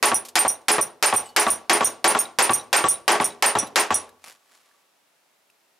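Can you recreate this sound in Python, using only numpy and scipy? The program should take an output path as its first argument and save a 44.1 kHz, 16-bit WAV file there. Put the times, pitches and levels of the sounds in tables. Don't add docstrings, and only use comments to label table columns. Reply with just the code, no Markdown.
import sys
import numpy as np
from scipy import signal
from scipy.io import wavfile
from scipy.ndimage import uniform_filter1d

SR = 44100
rng = np.random.default_rng(int(sys.argv[2]) if len(sys.argv) > 2 else 0)


def unload_wav(signal):
    wavfile.write(
        sys.argv[1],
        SR,
        np.round(np.clip(np.atleast_2d(signal).T, -1, 1) * 32767).astype(np.int16),
    )


def how_loud(loudness_db):
    steps = np.asarray(loudness_db, float) / 20
    return 10 ** steps


N = 255427

# start in seconds, level in dB.
BLOWS = [(0.027, -14.5), (0.355, -16.5), (0.683, -15.5), (1.026, -15.5), (1.363, -13), (1.696, -11.5),
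         (2.043, -13), (2.387, -12.5), (2.729, -12), (3.079, -10), (3.424, -13.5), (3.758, -13.5)]
# start in seconds, level in dB.
LANDINGS = [(0.116, -16), (0.449, -17), (0.782, -16), (1.126, -12), (1.466, -12.5), (1.807, -10.5),
            (2.149, -11), (2.494, -11.5), (2.840, -11), (3.200, -11.5), (3.552, -12.5), (3.627, -31),
            (3.905, -11)]
# start in seconds, level in dB, brightness in dB per octave, length factor.
EARLIER_LANDING = [
    (0.0005, -47.5, -4.8, 1.1),
]
# usual level in dB,
# brightness in dB per octave, its change per dB, length factor, its change per dB.
BLOW_RULE = (-17, 1.25, -0.34, 1.49, -0.0049)
LANDING_RULE = (-12.5, 3.5, 0.3943, 0.53, -.015)

# frequency in Hz, density in dB per Hz.
CRACK = [(180, -42), (300, -14.5), (900, -1), (4910, -1.5), (6960, -19.5), (9550, -2.5), (16000, -37.5)]
# frequency in Hz, density in dB per Hz.
CLATTER = [(35, -57.5), (60, -33.5), (189, -29), (371, -8.5), (1090, 4.5), (1250, -3), (2300, -1),
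           (3850, -15), (4220, -6.5), (8920, -10.5), (16000, -46.5)]
# frequency in Hz, density in dB per Hz.
THUD = [(35, -49), (60, -41.5), (732, 7.5), (1010, 6), (3940, -12.5), (4530, -25.5), (6280, -37),
        (9790, -37.5), (14900, -57.5), (16000, -60)]
# frequency in Hz, density in dB per Hz.
SETTLE = [(35, -43.5), (70, -12.5), (190, -5), (744, 1.5), (1050, -2), (3250, -13), (3830, -21.5),
          (5200, -24), (8000, -21.5), (10400, -57), (17600, -120)]
# frequency in Hz, t60 in seconds.
CRACK_T60 = [(300, 0.047), (15000, 0.026)]
CLATTER_T60 = [(60, .2), (400, .22), (1500, .2), (5000, .18), (15000, .13)]
THUD_T60 = [(60, .2), (400, 0.03), (1500, 0.025), (5000, 0.016), (15000, .04)]
SETTLE_T60 = [(60, 0.17), (400, 0.7), (1500, 0.38), (5000, 0.5), (15000, .2)]
# frequency in Hz, left-right likeness from 0 to 1.
LIKENESS = [(60, 1), (400, 0.86), (1500, 0.76), (5000, .85), (14000, 0.78)]

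# frequency in Hz, level in dB, t60 in seconds.
CASING_MODES = [(92, -22, .3), (125, -24, .25), (250, -16, .2), (2350, -10, .045), (2756, -9, .05),
                (3065, -10, .045), (3310, -8, .055), (352, -5, .1), (422, -4, .15), (615, -6, .08),
                (700, -7, .06), (762, -2, .09), (855, 0, .1), (955, -3, .07), (1045, -4, .065),
                (1122, -2, .09), (1360, -6, .055), (1590, -7, .05), (1805, -5, .065), (4830, -12, .045)]
# delay after landing in seconds, level in dB.
FEET = [
    (.0012, -6.5),
    (.0048, -2.5),
    (.009, -1.5),
    (.018, -6),
]
KNOCK_HZ, KNOCK_DB, KNOCK_OCTAVES = 1250, 9, .75
REBOUND_S, REBOUND_DB = 0.036, -5
BENCH_HZ, BENCH_DB = 150, 5.5
TIMBER_DAMPING = 0.62
LANDING_RISE_S = 0.0018

# start in seconds, level in dB, end-first dB, on-edge dB.
SHORT_DROPS = [(0.0556, -18, 1, -2.5), (0.1431, -18, 1, -3), (0.39, -10, -19.5, -16.5),
               (0.4794, -14, -4.5, -13), (0.7162, -15.5, -7.5, 1), (0.8117, -18, 2, -9.5),
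               (1.0593, -16.5, 0.5, -12), (1.1368, -29, -4.5, -7), (1.1614, -16.5, -1, -12.5),
               (1.3969, -18, -1, -4), (1.476, -31.5, -4, -26), (1.502, -17, -2.5, -9.5),
               (1.731, -15, -4.5, -9.5), (1.8449, -11, -2.5, -23.5), (2.0778, -14, -1, -3.5),
               (2.1891, -16, 1, -16), (2.4246, -15, -1.5, -7), (2.506, -28, -6, -9.5),
               (2.5333, -13.5, -7.5, -9), (2.7646, -13, -13, -14.5), (2.8852, -10, -4.5, -11),
               (3.1171, -21, 1, -13.5), (3.2103, -35.5, -1, -2), (3.242, -20, -2.5, -8),
               (3.461, -14.5, 3, -20), (3.5862, -27.5, 0, 4), (3.7966, -20.5, -1, -13),
               (3.9429, -21, -1, 2)]
LONG_DROPS = [(0.1436, -26, -11, -17.5), (0.39, -36, -12, -19.5), (0.4825, -26.5, -8.5, -26),
              (0.8136, -27.5, -12, -22.5), (1.1384, -47, 0, -5.5), (1.166, -34.5, -10, -13.5),
              (1.3992, -31.5, -16.5, -15.5), (1.5034, -29.5, -8, -20.5), (1.733, -33, -9.5, -17.5),
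              (1.8501, -27, -1.5, -15), (2.1031, -41, -10, -21), (2.1889, -36.5, 4.5, -15),
              (2.427, -36, -11, -18), (2.536, -25, -8, -26), (2.768, -37, -3.5, -18),
              (2.856, -46, -8.5, 13), (2.8889, -32, 2.5, -1.5), (3.2433, -34, 2, -5),
              (3.587, -24.5, -14, -10.5), (3.9416, -24.5, -9.5, -7.5)]
# frequency in Hz, level in dB, t60 in seconds.
SHORT_SPANNER = [
    [(8790, 0, .068), (8950, -18, .07), (11700, -27, .09)],
    [(9355, 0, .068), (9290, -10, .06), (9460, -12, .06)],
    [(10020, 0, .09), (9950, -7, .08), (10090, -14, .16), (10620, -16, .06)],
    [(13350, 0, .062), (15250, -26, .08)],
    [(13715, 0, .06), (13950, -4, .07)],
]
LONG_SPANNER = [
    [(5838, 0, .09)],
    [(6598, -3, .09)],
    [(5460, -4, .07)],
    [(8040, -4, .09)],
    [(3470, -9, .06)],
]
# level in dB, share of end-first, share of on-edge.
SHORT_ANSWERS = [(-0.5, 0.02, 0), (1.5, 0.67, 0.11), (0, 0.11, 0.88), (-15.5, 0, 0), (-15.5, .4, 0.073)]
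LONG_ANSWERS = [(-2.5, 0, 0.0041), (0.5, 1, 0.0085), (-1, 0.92, 0), (1.5, 0.061, 1), (2.5, 0.19, 0.6)]

# start in seconds, level in dB, pitch in Hz, t60 in seconds, noisy share in dB.
TICKS = [
    (0.249, -53.5, 2420, 0.085, 23),
    (0.284, -49, 1060, 0.044, 21.5),
    (0.614, -58, 9000, 0.039, 8.5),
    (1.258, -38, 8000, 0.093, -4.5),
    (1.257, -49.5, 2950, 0.32, -15.5),
    (1.29, -45.5, 4440, 0.077, -0.5),
    (3.668, -39.5, 3940, 0.049, 6),
    (4.091, -46.5, 1700, 0.021, 8.5),
    (4.713, -53, 1730, 0.025, -6),
    (5.500, -51.5, 2664, 0.017, 6),
]
# start in seconds, level in dB.
WASHER = [(0.502, -37), (0.554, -43), (2.255, -29.5), (2.597, -32), (2.612, -37.5), (2.943, -34.5),
          (2.958, -37), (3.305, -36.5), (3.322, -40), (4.018, -53), (4.092, -56)]
WASHER_HZ, WASHER_T60_S, WASHER_PUFF_DB = 3875, .03, -19

# start in seconds, level in dB.
SLIPS = [
    (4.2409, -24),
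    (4.2594, -35),
    (4.278, -30),
    (4.2968, -36.5),
    (4.3218, -37),
]
# start in seconds, hold in seconds, level in dB.
STROKES = [
    (4.269, 0.03, -49),
    (4.46, 0.35, -69.5),
    (4.534, 0.0097, -59),
    (4.626, .012, -75),
]
SWELL_DB_S, FADE_DB_S = 330, 225
# time in seconds, level in dB.
SINGING = [
    (4.251, -57),
    (4.4, -78),
    (4.55, -76),
    (4.78, -72),
    (4.9, -79.5),
]
# frequency in Hz, density in dB per Hz.
RUB = [(88, -48.5), (170, -14), (500, -3), (1930, -1), (3770, -4), (9150, -6.5), (14400, -16), (16500, -54)]
# frequency in Hz, density in dB per Hz.
AIR = [(18, -65), (30, -22), (150, -11), (350, -7), (732, -2.5), (1340, -7.5), (1940, -7.5), (3380, -10.5),
       (15200, -17.5), (16500, -25)]
AIR_DB = -65.5
# frequency in Hz, t60 in seconds.
ROOM_T60 = [(100, 0.65), (1000, 0.3), (10000, 0.14)]
ROOM_DB = -21.5

LIMIT_DB, SQUEEZE = -19, 0.71
RELEASE_DB_S, ATTACK_S = 900, .0005
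MIC_LOW_HZ, MIC_HIGH_HZ, TOP_HZ = 50, 15300, 16500


def rms_one(x):
    return x / np.sqrt(np.mean(x ** 2) + 1e-20)


def at_hz(points, hz):
    table_hz, values = np.transpose(points)
    return np.interp(np.log(hz), np.log(table_hz), values)


def filtered(x, order, hz, kind):
    return signal.sosfilt(signal.butter(order, hz, kind, fs=SR, output="sos"), x)


def clicks(times, sizes):
    out = np.full(N, 1e-18)
    out[np.round(np.asarray(times) * SR).astype(int)] = sizes
    return out


def dying(times, sizes, t60s, rise_s):
    out = np.zeros(N)
    age = np.arange(2 * SR // 5) / SR
    for s, size, t60 in zip(times, sizes, t60s):
        i = round(s * SR)
        shape = size * (1 - np.exp(-age / rise_s)) * how_loud(-60 * age / t60)
        out[i:i + len(age)] += shape[:N - i]
    return out


def ring(push, hz, t60):
    r = how_loud(-60 / (t60 * SR))
    w = 2 * np.pi * hz / SR
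    return signal.lfilter([0, np.sin(w)], [1, -2 * r * np.cos(w), r * r], push)


def bands(source, alike_scale):
    edges = 45 * 2 ** np.arange(0, 8.6, .5)
    for k, (low, high) in enumerate(zip(edges, edges[1:])):
        mid, side = filtered(source[k % 2], 2, [low, high], "band")
        hz = np.sqrt(low * high)
        alike = np.clip(alike_scale * at_hz(LIKENESS, hz), 0, 1)
        yield hz, np.sqrt(1 + alike) * mid + np.sqrt(1 - alike) * side * [[1], [-1]]


def grit(per_s, spread_db):
    size_db = spread_db * np.minimum(rng.exponential(1, (2, 2, N)), 4)
    sizes = how_loud(size_db) * rng.choice([-1, 1], (2, 2, N))
    return rms_one(sizes * (rng.random((2, 2, N)) < per_s / SR))


def by_rule(events, rule):
    s, level_db = np.transpose(events)
    usual_db, bright_db, bright_slope, length, length_slope = rule
    excess_db = level_db - usual_db
    return np.c_[s, level_db, bright_db + bright_slope * excess_db, length + length_slope * excess_db]


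def casing():
    blow, land = by_rule(BLOWS, BLOW_RULE), by_rule(LANDINGS, LANDING_RULE)
    contacts = grit(per_s=550, spread_db=7.0)[0, 0]
    chatter = contacts * dying(blow[:, 0], how_loud(blow[:, 1] - 27), 0.16 * blow[:, 3], 0.001)
    rocking = contacts * dying(land[:, 0], how_loud(land[:, 1] - 17.5), 0.058 * land[:, 3], 0.0071)
    metal, bench = 0, 0
    for hz, level_db, t60 in CASING_MODES:
        first, second = how_loud(blow[:, 1] - 6.0 + rng.normal(0, 2.2, (2, len(blow))))
        rebound = clicks(blow[:, 0] + REBOUND_S, how_loud(REBOUND_DB) * second)
        sideways = clicks(blow[:, 0], first) + rebound + chatter
        metal = metal + how_loud(level_db) * ring(sideways, hz, t60)

        knock_db = KNOCK_DB * np.exp(-(np.log2(hz / KNOCK_HZ) / KNOCK_OCTAVES) ** 2)
        push_db = land[:, 1] - 2.5 - 5 * max(np.log2(hz / 1000), 0) + knock_db
        down = rocking * min(hz / 400, 1, 1500 / hz)
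        for lag, foot_db in FEET:
            down = down + clicks(land[:, 0] + lag, how_loud(push_db + foot_db) * rng.uniform(-.3, 1, len(land)))
        whole_bench = hz < BENCH_HZ
        bench_t60 = t60 if whole_bench else TIMBER_DAMPING * t60
        bench = bench + how_loud(level_db + BENCH_DB * whole_bench) * ring(down, hz, bench_t60)
    return filtered(metal, 2, 320, "high") + filtered(bench, 1, 200, "high")


def clatter():
    blow, land = by_rule(BLOWS, BLOW_RULE), by_rule(LANDINGS, LANDING_RULE)
    settling = np.r_[land, EARLIER_LANDING]
    layers = ((blow, CRACK, CRACK_T60, 12, 0),   # events, spectrum, decay, lift in dB, extra rise in s
              (blow, CLATTER, CLATTER_T60, 14, 0),
              (land, THUD, THUD_T60, 15, LANDING_RISE_S),
              (settling, SETTLE, SETTLE_T60, -4.5, LANDING_RISE_S))
    out = 0
    for hz, noise in bands(grit(per_s=4300, spread_db=0.5), alike_scale=0.99):
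        rise_s = 0.000085 + 0.21 / hz
        shape = 0
        for events, colour, t60s, lift_db, soft_s in layers:
            s, level_db, bright_db, length = np.transpose(events)
            size = how_loud(level_db + lift_db + at_hz(colour, hz) + bright_db * np.log2(hz / 1000))
            t60 = at_hz(t60s, hz) * np.clip(length, .7, 1.15)
            shape = shape + dying(s, size, t60, rise_s + soft_s)
        out = out + shape * noise
    return out


def spanner(drops, families, answers, lift_db):
    s, drop_db, end_db, edge_db = np.transpose(drops)
    buzz, out = grit(per_s=520, spread_db=3.0)[0, 0], 0
    for family, (family_db, end_share, edge_share) in zip(families, answers):
        size = how_loud(drop_db + lift_db + family_db + end_share * end_db + edge_share * edge_db)
        push = clicks(s, size) + how_loud(-34.5) * buzz * dying(s, size, np.full(len(s), .14), 0.001)
        for hz, level_db, t60 in family:
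            narrow = signal.butter(1, [hz / 1.05, hz * 1.05], "band", fs=SR)
            once = signal.lfilter(*narrow, ring(push, hz, t60))
            out = out + how_loud(level_db) * signal.lfilter(*narrow, once)
    return out


def ticks():
    out = np.zeros(N)
    bright = filtered(rng.standard_normal(N), 2, [2500, 12000], "band")
    washer = [(*row, WASHER_HZ, WASHER_T60_S, WASHER_PUFF_DB) for row in WASHER]
    for s, level_db, hz, t60, puff_db in list(TICKS) + washer:
        out += ring(clicks([s], how_loud(level_db)), hz, t60)
        out += bright * dying([s], [how_loud(level_db + puff_db)], [1.1 * t60], 0.0029)
    return out


def rustle():
    t = np.arange(N) / SR
    out = 0
    for s, hold, level_db in STROKES:
        swell_db = SWELL_DB_S * np.maximum(s - t, 0)
        fade_db = FADE_DB_S * np.maximum(t - s - hold, 0)
        out = out + how_loud(level_db - swell_db - fade_db)
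    return out


def glove():
    contacts = grit(per_s=1000, spread_db=4.0)
    rub = rms_one(sum(how_loud(at_hz(RUB, hz)) * x for hz, x in bands(contacts, alike_scale=1.0)))
    s, level_db = np.transpose(SLIPS)
    jerks = dying(s, how_loud(level_db - 11.5), np.full(len(s), .03), 0.00066)
    return rub * (jerks + rustle())


def air():
    white = rng.standard_normal((2, 2, N))
    hiss = rms_one(sum(how_loud(at_hz(AIR, hz)) * x for hz, x in bands(white, alike_scale=0.48)))
    singing_db = np.interp(np.arange(N) / SR, *np.transpose(SINGING), left=-120, right=-120)
    singing = how_loud(singing_db) * rms_one(ring(white[0, 0], 1140, 0.1))
    return how_loud(AIR_DB) * filtered(hiss, 2, 150, "high") + singing


def workshop(x):
    age, tail = np.arange(SR // 2) / SR, 0
    white = rng.standard_normal((2, len(age)))
    for hz in 90 * 2. ** np.arange(8):
        octave = signal.butter(1, [hz / 2 ** .5, hz * 2 ** .5], "band", fs=SR)
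        decay = how_loud(-60 * age / at_hz(ROOM_T60, hz)) * (age > .005)
        tail = tail + signal.lfilter(*octave, white) * decay
    tail = (tail + .5 * tail[::-1]) / np.sqrt(np.sum(tail[0] ** 2))
    return signal.fftconvolve(x[None], tail, axes=1)[:, :N]


def scene():
    bench = casing() * how_loud([[.1], [-.1]]) + clatter() + ticks()
    steel = spanner(SHORT_DROPS, SHORT_SPANNER, SHORT_ANSWERS, lift_db=9.5)
    steel = steel + spanner(LONG_DROPS, LONG_SPANNER, LONG_ANSWERS, lift_db=12.0)
    echoes = workshop(bench.mean(axis=0) + how_loud(-3.0) * steel)
    return bench + steel * how_loud([[-1.4], [1.4]]) + how_loud(ROOM_DB) * echoes + glove() + air()


def band_limit(x):
    return signal.sosfilt(signal.butter(12, 16660, fs=SR, output="sos"), x)


def record(dry):
    power = uniform_filter1d(np.mean(dry ** 2, axis=0), size=128)
    excess_db = np.maximum(10 * np.log10(power + 1e-12) - LIMIT_DB, 0)
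    fall_db = RELEASE_DB_S * np.arange(N) / SR
    held_db = np.maximum.accumulate(excess_db + fall_db) - fall_db
    smooth = np.exp(-1 / (ATTACK_S * SR))
    cut_db = SQUEEZE * signal.lfilter([1 - smooth], [1, -smooth], held_db)
    rounded = 0.88 * np.tanh(dry * how_loud(-cut_db) / 0.84)
    thin = filtered(rounded, 3, MIC_LOW_HZ, "high")
    thin = filtered(thin, 4, MIC_HIGH_HZ, "low")
    mix = signal.sosfilt(signal.cheby2(10, 40, TOP_HZ, fs=SR, output="sos"), thin)
    return band_limit(mix)


dry = scene()
out = record(dry)
unload_wav(out)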